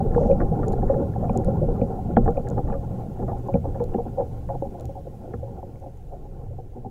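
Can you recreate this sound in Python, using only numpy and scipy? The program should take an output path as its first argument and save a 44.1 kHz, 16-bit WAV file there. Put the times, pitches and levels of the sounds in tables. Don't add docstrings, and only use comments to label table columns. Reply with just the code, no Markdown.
import sys
import numpy as np
from scipy import signal
from scipy.io import wavfile
from scipy.ndimage import uniform_filter1d, minimum_filter1d

SR = 44100
rng = np.random.default_rng(int(sys.argv[2]) if len(sys.argv) > 2 else 0)


def waveform_to_disk(signal):
    frames = np.transpose(np.atleast_2d(signal))
    scaled = np.clip(frames, -1, 1) * 32767
    samples = np.round(scaled).astype(np.int16)
    wavfile.write(sys.argv[1], SR, samples)


N = 304290


def gain_of(db):
    return 10 ** (np.asarray(db) / 20)


def unit_rms(x):
    return x / np.sqrt(np.mean(x ** 2) + 1e-20)


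def at_peak(x, db):
    return gain_of(db) * x / abs(x).max()


def curve(rows):
    return np.interp(np.arange(N) / SR, *np.transpose(rows))


def add(mix, start_s, sound):
    part = mix[round(start_s * SR):][:len(sound)]
    part += sound[:len(part)]


def smooth(x, span_s):
    span = round(span_s * SR)
    return uniform_filter1d(uniform_filter1d(x, span), span)


def steadied(x, span_s):
    power = smooth(x ** 2, span_s)
    return unit_rms(x / np.sqrt(abs(power) + .05))


def noise(spectrum, patchy_db=0., size=1024):
    bin_hz = np.fft.rfftfreq(size, 1 / SR)
    hz, db = np.transpose(spectrum)
    real, imag, patches = rng.standard_normal((4 * N // size + 5, len(bin_hz), 3)).T
    patches = unit_rms(uniform_filter1d(uniform_filter1d(patches, 6, axis=0), 6, axis=1))
    colour_db = np.interp(np.log(bin_hz + 1), np.log(hz + 1), db, left=-120, right=-120)
    frames = (real + 1j * imag) * gain_of(colour_db[:, None] + patchy_db * patches)
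    return unit_rms(signal.istft(frames, nperseg=size, noverlap=3 * size // 4)[1][:N])


def ring(modes, spread_db, samples=8000):
    t = np.arange(samples) / SR
    hz, db, t60_s = np.transpose(modes)[:, :, None]
    luck = rng.standard_normal((len(modes), 2))
    envelopes = gain_of(db + spread_db * luck[:, :1] - 60 * t / t60_s)
    sound = (np.sign(luck[:, 1:]) * envelopes * np.sin(2 * np.pi * hz * t)).sum(0)
    return signal.sosfilt(signal.butter(6, 1.225 * hz.max(), fs=SR, output="sos"), sound)


# (frequency [Hz], relative density [dB])
HISS_SPECTRUM = [(880, -27), (1500, 1), (1840, -1), (3000, -4), (4280, -8), (5800, -7.5), (6900, -5.5),
                 (7900, -8.5), (14700, -8.5), (16000, -9)]
WHINE_HARMONICS_DB = [-99, -98, -98.5, -96.5, -100, -99]
# (time [s], gain [dB])
AMPLIFIER_FADE = [(0, 5), (4.5, 4), (6.9, -2)]


def amplifier(hiss_db=-71, whine_hz=500):
    t = np.arange(N) / SR
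    whine = sum(np.sqrt(2) * gain_of(db) * np.sin(2 * np.pi * (k * whine_hz * t + rng.random()))
                for k, db in enumerate(WHINE_HARMONICS_DB, start=6))
    hiss = gain_of(hiss_db) * noise(HISS_SPECTRUM, patchy_db=1.5)
    return gain_of(curve(AMPLIFIER_FADE)) * (hiss + whine)


# (time [s], level [dB])
RUSTLE_LEVEL = [(.08, -95), (.13, -74), (.2, -65.5), (.27, -66.5), (.36, -81), (.45, -94)]
# (frequency [Hz], relative density [dB])
RUSTLE_SPECTRUM = [(2500, -4.5), (4000, -9), (6800, -2.5), (8500, -22.5), (12000, -49.5)]


def rustle():
    return gain_of(curve(RUSTLE_LEVEL)) * noise(RUSTLE_SPECTRUM, patchy_db=1, size=256)


# (time [s], peak [dB], pitch [Hz])
HARD_TAPS = [(0.3146, -42.5, 2440), (1.2959, -42, 2420), (1.8155, -45, 2410), (2.1665, -44.5, 3210),
             (2.3719, -44, 2440), (2.7241, -52, 2470), (3.5407, -39, 2370), (3.7978, -57, 2270),
             (3.9408, -53, 2740), (5.3357, -54, 2100), (5.7583, -59, 2190)]


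def taps(attack_s=.00063, t60_s=.02):
    out, t = np.zeros(N), np.arange(2000) / SR
    attack = np.sin(np.pi / 2 * np.minimum(t / attack_s, 1)) ** 2
    for time_s, db, hz in HARD_TAPS:
        tap = attack * ring([(hz, 0, t60_s)], spread_db=2, samples=len(t))
        add(out, time_s - .001, at_peak(tap, db))
    return out


# (frequency [Hz], relative level [dB], t60 [s])
SENSOR_MODES = [(6960, 6.5, 0.0056), (9180, -0.5, 0.0043)]
BITE_MODES = [(3900, 13, 0.0027), (4550, -1, 0.0077)]
# (time [s], sensor peak [dB], click re sensor [dB], bite re sensor [dB])
STRAP_TICKS = [(0.682, -33, -13, -23), (0.6934, -52, -5, -17), (0.7225, -43.5, 4, -14),
               (0.7304, -44, -3, -7), (1.332, -50, -5, -28), (1.374, -29, -8, -32), (1.446, -39, -5, -10),
               (2.1474, -65, 2, -11.5), (2.2487, -50.5, -5, -26), (2.2644, -54, -10, -15),
               (2.3077, -51, -5, -22), (2.4864, -38.5, -7, -8), (2.5008, -39, -10, -30),
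               (3.3844, -52, -7, -20), (3.476, -51.5, -10, -30), (3.8402, -47.5, 8, -5),
               (4.797, -47, -8, -2), (4.809, -52, 13, -15), (4.8546, -45, 8.5, -24), (5.7997, -57, -3, -21),
               (5.9732, -55, -5, -13)]


def strap_ticks(samples=2000):
    out = np.zeros(N)
    click_band = signal.butter(2, [1800, 14500], "band", fs=SR, output="sos")
    click = signal.sosfilt(click_band, signal.unit_impulse(samples))
    for time_s, db, click_db, bite_db in STRAP_TICKS:
        sensor = ring(SENSOR_MODES, spread_db=5.5, samples=samples)
        bite = ring(BITE_MODES, spread_db=5, samples=samples)
        tick = at_peak(sensor, db) + at_peak(click, db + click_db) + at_peak(bite, db + bite_db)
        add(out, time_s + .00081, tick)
    return out


# (frequency [Hz], relative level [dB], t60 [s])
WOOD_PARTS = [
    [(199.1, -4, 0.12), (237.5, -6, 0.17)],
    [(294.3, -1.5, 0.082), (362.4, -2, 0.16), (402.4, -1, 0.081)],
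    [(479.3, 4.5, 0.094)],
    [(548.5, 0, .13)],
    [(716, -2.5, 0.047), (779, -3.5, 0.071), (820.4, -3.5, 0.042)],
    [(1059, 5.5, 0.066), (1178, 6.5, 0.05)],
    [(1331, -1.5, .045), (1410, -1, 0.031)],
    [(1698, 6.5, 0.02), (1870, -6, 0.047)],
]
RATTLE_DRIVE_DB = [-1.5, -2, -6.5, -5.5, -7, -34.5, -25, -37]
# (frequency [Hz], relative density [dB])
BARK_AIR_SPECTRUM = [(190, -38.5), (320, -12), (361, -1.5), (544, -2.5), (650, -8), (772, -1.5), (830, -9),
                     (1000, -25), (1400, -38.5), (1840, -46), (3500, -59), (5500, -68.5), (6900, -57),
                     (8200, -64.5), (10000, -94)]
# (time [s], level [dB])
WIND_LEVEL = [(0.0, -31), (0.27, -32.5), (0.35, -31), (0.92, -34), (1.09, -34.5), (1.32, -35), (1.52, -31),
              (1.84, -35), (2.56, -36), (3.02, -40.5), (3.71, -38.5), (3.86, -39.5), (4.24, -43.5),
              (4.59, -43.5), (5.09, -45.5), (5.73, -47.5), (6.07, -51.5), (6.42, -44.5), (6.59, -53),
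              (6.9, -53)]


def twig_rattle(hits_per_s=250, flurry_db=2.5, flurry_s=.03):
    wood = np.zeros(N)
    for modes, db in zip(WOOD_PARTS, RATTLE_DRIVE_DB):
        for mode in modes:
            size, chance = rng.random((N, 2)).T
            strength = gain_of(-3.2 * np.log(size + .011))
            hits = strength * (chance < hits_per_s / SR)
            wood += gain_of(db) * signal.oaconvolve(hits - hits.mean(), ring([mode], spread_db=5))[:N]
    flurries = unit_rms(smooth(rng.standard_normal(N), flurry_s))
    envelope = gain_of(curve(WIND_LEVEL) + flurry_db * flurries)
    air = noise(BARK_AIR_SPECTRUM, patchy_db=5.5)
    return envelope * (gain_of(-1) * unit_rms(wood) + gain_of(-3.5) * air)


# (frequency [Hz], relative density [dB])
SWAY_SPECTRUM = [(8, 1), (26, 4.5), (40, 5.5), (52, -26), (70, -44)]
SHUDDER_SPECTRUM = [(40, -28.5), (56, -19), (68, 2), (80, -1), (100, -5), (110, -3.5), (119, 6), (128, -4),
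                    (140, -7.5), (160, -8.5), (200, -32)]
GROAN_SPECTRUM = [(88, -46.5), (150, 3.5), (215, 0), (320, -13), (420, -49.5), (700, -120)]
# (time [s], level [dB])
SWAY_LEVEL = [(0.0, -52), (0.09, -18.5), (0.15, -26), (0.48, -21), (0.52, -33), (0.88, -21.5), (1.04, -43),
              (1.31, -28), (1.4, -36), (1.44, -19.5), (1.54, -40), (1.71, -22), (1.77, -32.5), (2.13, -36),
              (2.25, -17.5), (2.48, -37), (2.71, -24), (2.82, -36), (3.15, -40), (3.19, -30.5), (3.63, -41),
              (3.67, -26.5), (3.82, -43), (3.88, -26.5), (4.11, -39), (4.59, -33.5), (4.78, -42.5),
              (5.94, -44), (6.09, -37), (6.9, -41.5)]
SHUDDER_LEVEL = [(0.0, -26), (0.33, -27.5), (1.25, -28), (1.65, -24), (1.67, -33.5), (1.84, -26.5),
                 (1.92, -34.5), (2.29, -22), (2.38, -35), (2.61, -23.5), (2.73, -35), (2.84, -28.5),
                 (3.15, -37), (3.27, -27), (3.5, -36), (3.55, -26), (3.98, -35.5), (4.57, -33),
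                 (4.77, -42.5), (4.88, -29.5), (4.94, -38.5), (5.25, -43), (5.4, -31), (5.51, -38.5),
                 (6.27, -44), (6.53, -33), (6.67, -43.5), (6.9, -38.5)]


def limb():
    sway = gain_of(curve(SWAY_LEVEL)) * steadied(noise(SWAY_SPECTRUM, size=8192), span_s=.091)
    shudder = gain_of(curve(SHUDDER_LEVEL)) * steadied(noise(SHUDDER_SPECTRUM, size=8192), span_s=.057)
    groan_db = -39.5 + 1.5 * (curve(WIND_LEVEL) + 40)
    groan = gain_of(groan_db) * noise(GROAN_SPECTRUM, patchy_db=3, size=2048)
    return sway + shudder + groan


def twig_contact(rise_ms, hold_ms, parts, peaks_db, slips_per_s):
    ms = np.arange(4000) / SR * 1000
    size, chance = rng.standard_normal(len(ms)), rng.random(len(ms))
    blow_ms, trail_ms = max(rise_ms - 5, 0), max(.93 * hold_ms - 2, 1)
    build = .49 + .99 * ms / (blow_ms + 1e-3)
    trail = np.exp(-((ms - blow_ms) / trail_ms) ** 2)
    force = np.where(ms < blow_ms, build, trail)
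    slips = .7 * size * force * (chance < slips_per_s / SR)
    slips[0] = .75
    slips[round(blow_ms * SR / 1000)] = 1
    return sum(at_peak(signal.fftconvolve(slips, ring(modes, spread_db=.5)), db)
               for modes, db in zip(parts, peaks_db))


# (time [s], contact [ms], middle part's peak [dB], tilt per thinner part [dB])
TIP_CLACKS = [(0.118, 8, -53, 6), (0.146, 6.8, -38.5, 0.5), (0.172, 21.6, -53, -11), (0.233, 4.2, -46, 2),
              (0.402, 16, -34.5, -1.5), (0.63, 17, -36, -5), (0.734, 7, -52, 3.5), (0.818, 12, -53, 3),
              (0.881, 27, -43.5, -4), (0.941, 7, -47.5, 0.5), (1.136, 6.4, -54, 6), (1.232, 23, -50, -4.5),
              (1.299, 13, -60, -8), (1.336, 17, -49.5, -5), (1.435, 14, -51, 2), (1.76, 17, -55, -13),
              (2.1673, 5.8, -23.5, 2), (2.257, 14, -45, -1), (2.277, 8.4, -34.5, -4), (2.287, 12, -52, -16),
              (2.47, 8.4, -49, 7), (2.578, 11.5, -44.5, -4), (2.675, 8.8, -47, -3), (2.698, 11.5, -45, -4),
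              (2.727, 17.6, -43.5, -4.5), (3.015, 7, -59, -2), (3.189, 18, -57, 2), (3.22, 11, -51, -5),
              (3.278, 23, -45, -5), (3.305, 14, -57, 0), (3.54, 10, -55.5, 2.5), (3.655, 10, -54, -7),
              (3.744, 16, -54.5, 0), (3.796, 13, -53, -2), (3.943, 9.4, -54, 9), (4.197, 20, -55.5, 3),
              (4.488, 9, -47, -1), (5.337, 3.3, -43.5, 0)]


def tip_clacks():
    out = np.zeros(N)
    for time_s, contact_ms, db, tilt_db in TIP_CLACKS:
        peaks_db = db - tilt_db, db, db + tilt_db
        clack = twig_contact(.48 * contact_ms, contact_ms, WOOD_PARTS[5:], peaks_db, slips_per_s=650)
        add(out, time_s, clack)
    return out


SPOT_GAINS_DB = {"base": [0.5, -22, -6.5, -4.5], "low": [-12.5, -13.5, 2, -8.5], "high": [-29.5, -11.5, -10,
                 -0.5], "fork": [-14.5, -13.5, 0.5, 4], "side": [-6.5, -5, -15.5, -12], "broad": [-0.5, -3,
                 -2, -13.5], "bend": [-10.5, -6, -22, 0]}
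# (time [s], rise [ms], hold [ms], spot, ring peak before spot gain [dB], dry knock peak [dB])
TWIG_KNOCKS = [(0.006, 8.5, 8.4, "side", -17, -23), (0.162, 4, 6.1, "low", -13.5, -26),
               (0.18, 4, 7.4, "low", -21, -15.5), (0.205, 20, 14, "fork", -19.5, -26.5),
               (0.244, 12, 22, "base", -16, -21.5), (0.288, 20, 35.4, "fork", -14.5, -24.5),
               (0.403, 5.2, 40, "side", -17, -23), (0.518, 16, 16, "low", -24, -22),
               (0.549, 24, 29, "low", -29, -33), (0.66, 14.3, 21, "broad", -21, -28),
               (0.733, 7.3, 8.6, "broad", -18.5, -22.5), (0.779, 8.1, 14, "base", -23.5, -36),
               (0.827, 9.1, 13, "side", -17, -21), (0.898, 3.9, 6.7, "high", -11, -22.5),
               (0.927, 11.8, 22, "low", -18.5, -28.5), (0.96, 8, 20, "high", -18.5, -46),
               (1.014, 15, 26, "fork", -28, -32), (1.159, 5.4, 9, "bend", -31, -23.5),
               (1.296, 6.9, 5.4, "base", -18.5, -21), (1.352, 12.8, 53, "side", -17, -29),
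               (1.45, 16, 16, "base", -25, -42), (1.477, 6.06, 11, "fork", -22.5, -27),
               (1.617, 17.3, 18, "high", -15, -28), (1.68, 12, 5.1, "low", -20.5, -29.5),
               (1.817, 5.5, 6, "base", -13.5, -21), (2.094, 7.9, 7.8, "side", -19.5, -33.5),
               (2.1705, 5.5, 4.5, "broad", -6, -1), (2.258, 8.4, 15, "side", -21, -21),
               (2.276, 8.8, 26, "low", -18.5, -17), (2.372, 6.2, 8.7, "base", -23, -27),
               (2.573, 12.4, 23, "broad", -21.5, -22), (2.682, 13, 34, "base", -29.5, -26.5),
               (2.72, 8, 39, "fork", -29.5, -28), (3.017, 4.1, 8.6, "side", -46, -55),
               (3.192, 10.6, 9.5, "broad", -26.5, -28.5), (3.217, 13, 16, "side", -20.5, -30),
               (3.283, 6.8, 7.2, "side", -21, -22.5), (3.316, 8.3, 28, "side", -30, -25),
               (3.486, 6, 15, "bend", -24, -21), (3.54, 6.5, 26, "base", -12.5, -24),
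               (3.643, 16.5, 17, "bend", -26.5, -23.5), (3.752, 6.6, 27, "bend", -28, -30),
               (3.803, 6, 29, "low", -20, -27), (3.946, 6.56, 7.4, "broad", -18.5, -21),
               (3.982, 5.7, 21, "low", -21.5, -26.5), (4.054, 17.7, 4, "side", -23, -30),
               (4.174, 48, 13, "fork", -20.5, -24.5), (4.49, 8.7, 21, "high", -28, -22),
               (4.54, 16, 9.1, "bend", -31.5, -27.5), (4.622, 6, 6.2, "high", -19, -25.5),
               (4.645, 27, 9.9, "broad", -32, -31.5), (4.74, 8, 22, "bend", -34, -33),
               (4.837, 9, 33, "side", -35, -37.5), (4.889, 7.6, 5.6, "high", -29.5, -38.5),
               (4.954, 4, 39, "bend", -37.5, -32), (5.338, 4, 5.5, "broad", -27, -34.5),
               (5.428, 10, 20.3, "high", -27, -37.5), (5.5, 4.4, 7, "base", -37, -57),
               (5.629, 6, 15.3, "bend", -34, -29.5), (5.807, 42, 7.1, "bend", -36, -38.5),
               (5.86, 8, 20, "bend", -33.5, -39.5), (6.122, 9.7, 20, "bend", -38, -39),
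               (6.248, 8.4, 16, "bend", -41, -43), (6.504, 9.1, 21, "high", -37, -65),
               (6.585, 6.7, 17, "low", -35, -33.5), (6.751, 25, 16, "side", -30.5, -38),
               (6.847, 6.4, 21, "side", -27.5, -31.5)]


def twig_knocks():
    out = np.zeros(N)
    for time_s, rise_ms, hold_ms, spot, ring_db, dry_db in TWIG_KNOCKS:
        peaks_db = [ring_db + db for db in SPOT_GAINS_DB[spot]] + [dry_db]
        knock = twig_contact(rise_ms, hold_ms, WOOD_PARTS[:5], peaks_db, slips_per_s=900)
        add(out, time_s - .0015, knock)
    return out


def scene():
    branch = rustle() + limb() + twig_rattle() + twig_knocks() + tip_clacks() + taps()
    return (branch + strap_ticks() + amplifier())[None]


def record(dry, threshold_db=-3, slope=.7, cutoff_hz=15800):
    over_db = np.maximum(20 * np.log10(abs(dry) + 1e-9) - threshold_db, 0)
    held_db = minimum_filter1d(-over_db, size=1900, origin=-100)
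    limited = dry * gain_of(slope * uniform_filter1d(held_db, size=400))
    lowpass = signal.firwin(1023, cutoff_hz, window=("kaiser", 9), fs=SR)
    return signal.oaconvolve(limited, lowpass[None], "same")


dry = scene()
out = record(dry)
waveform_to_disk(out)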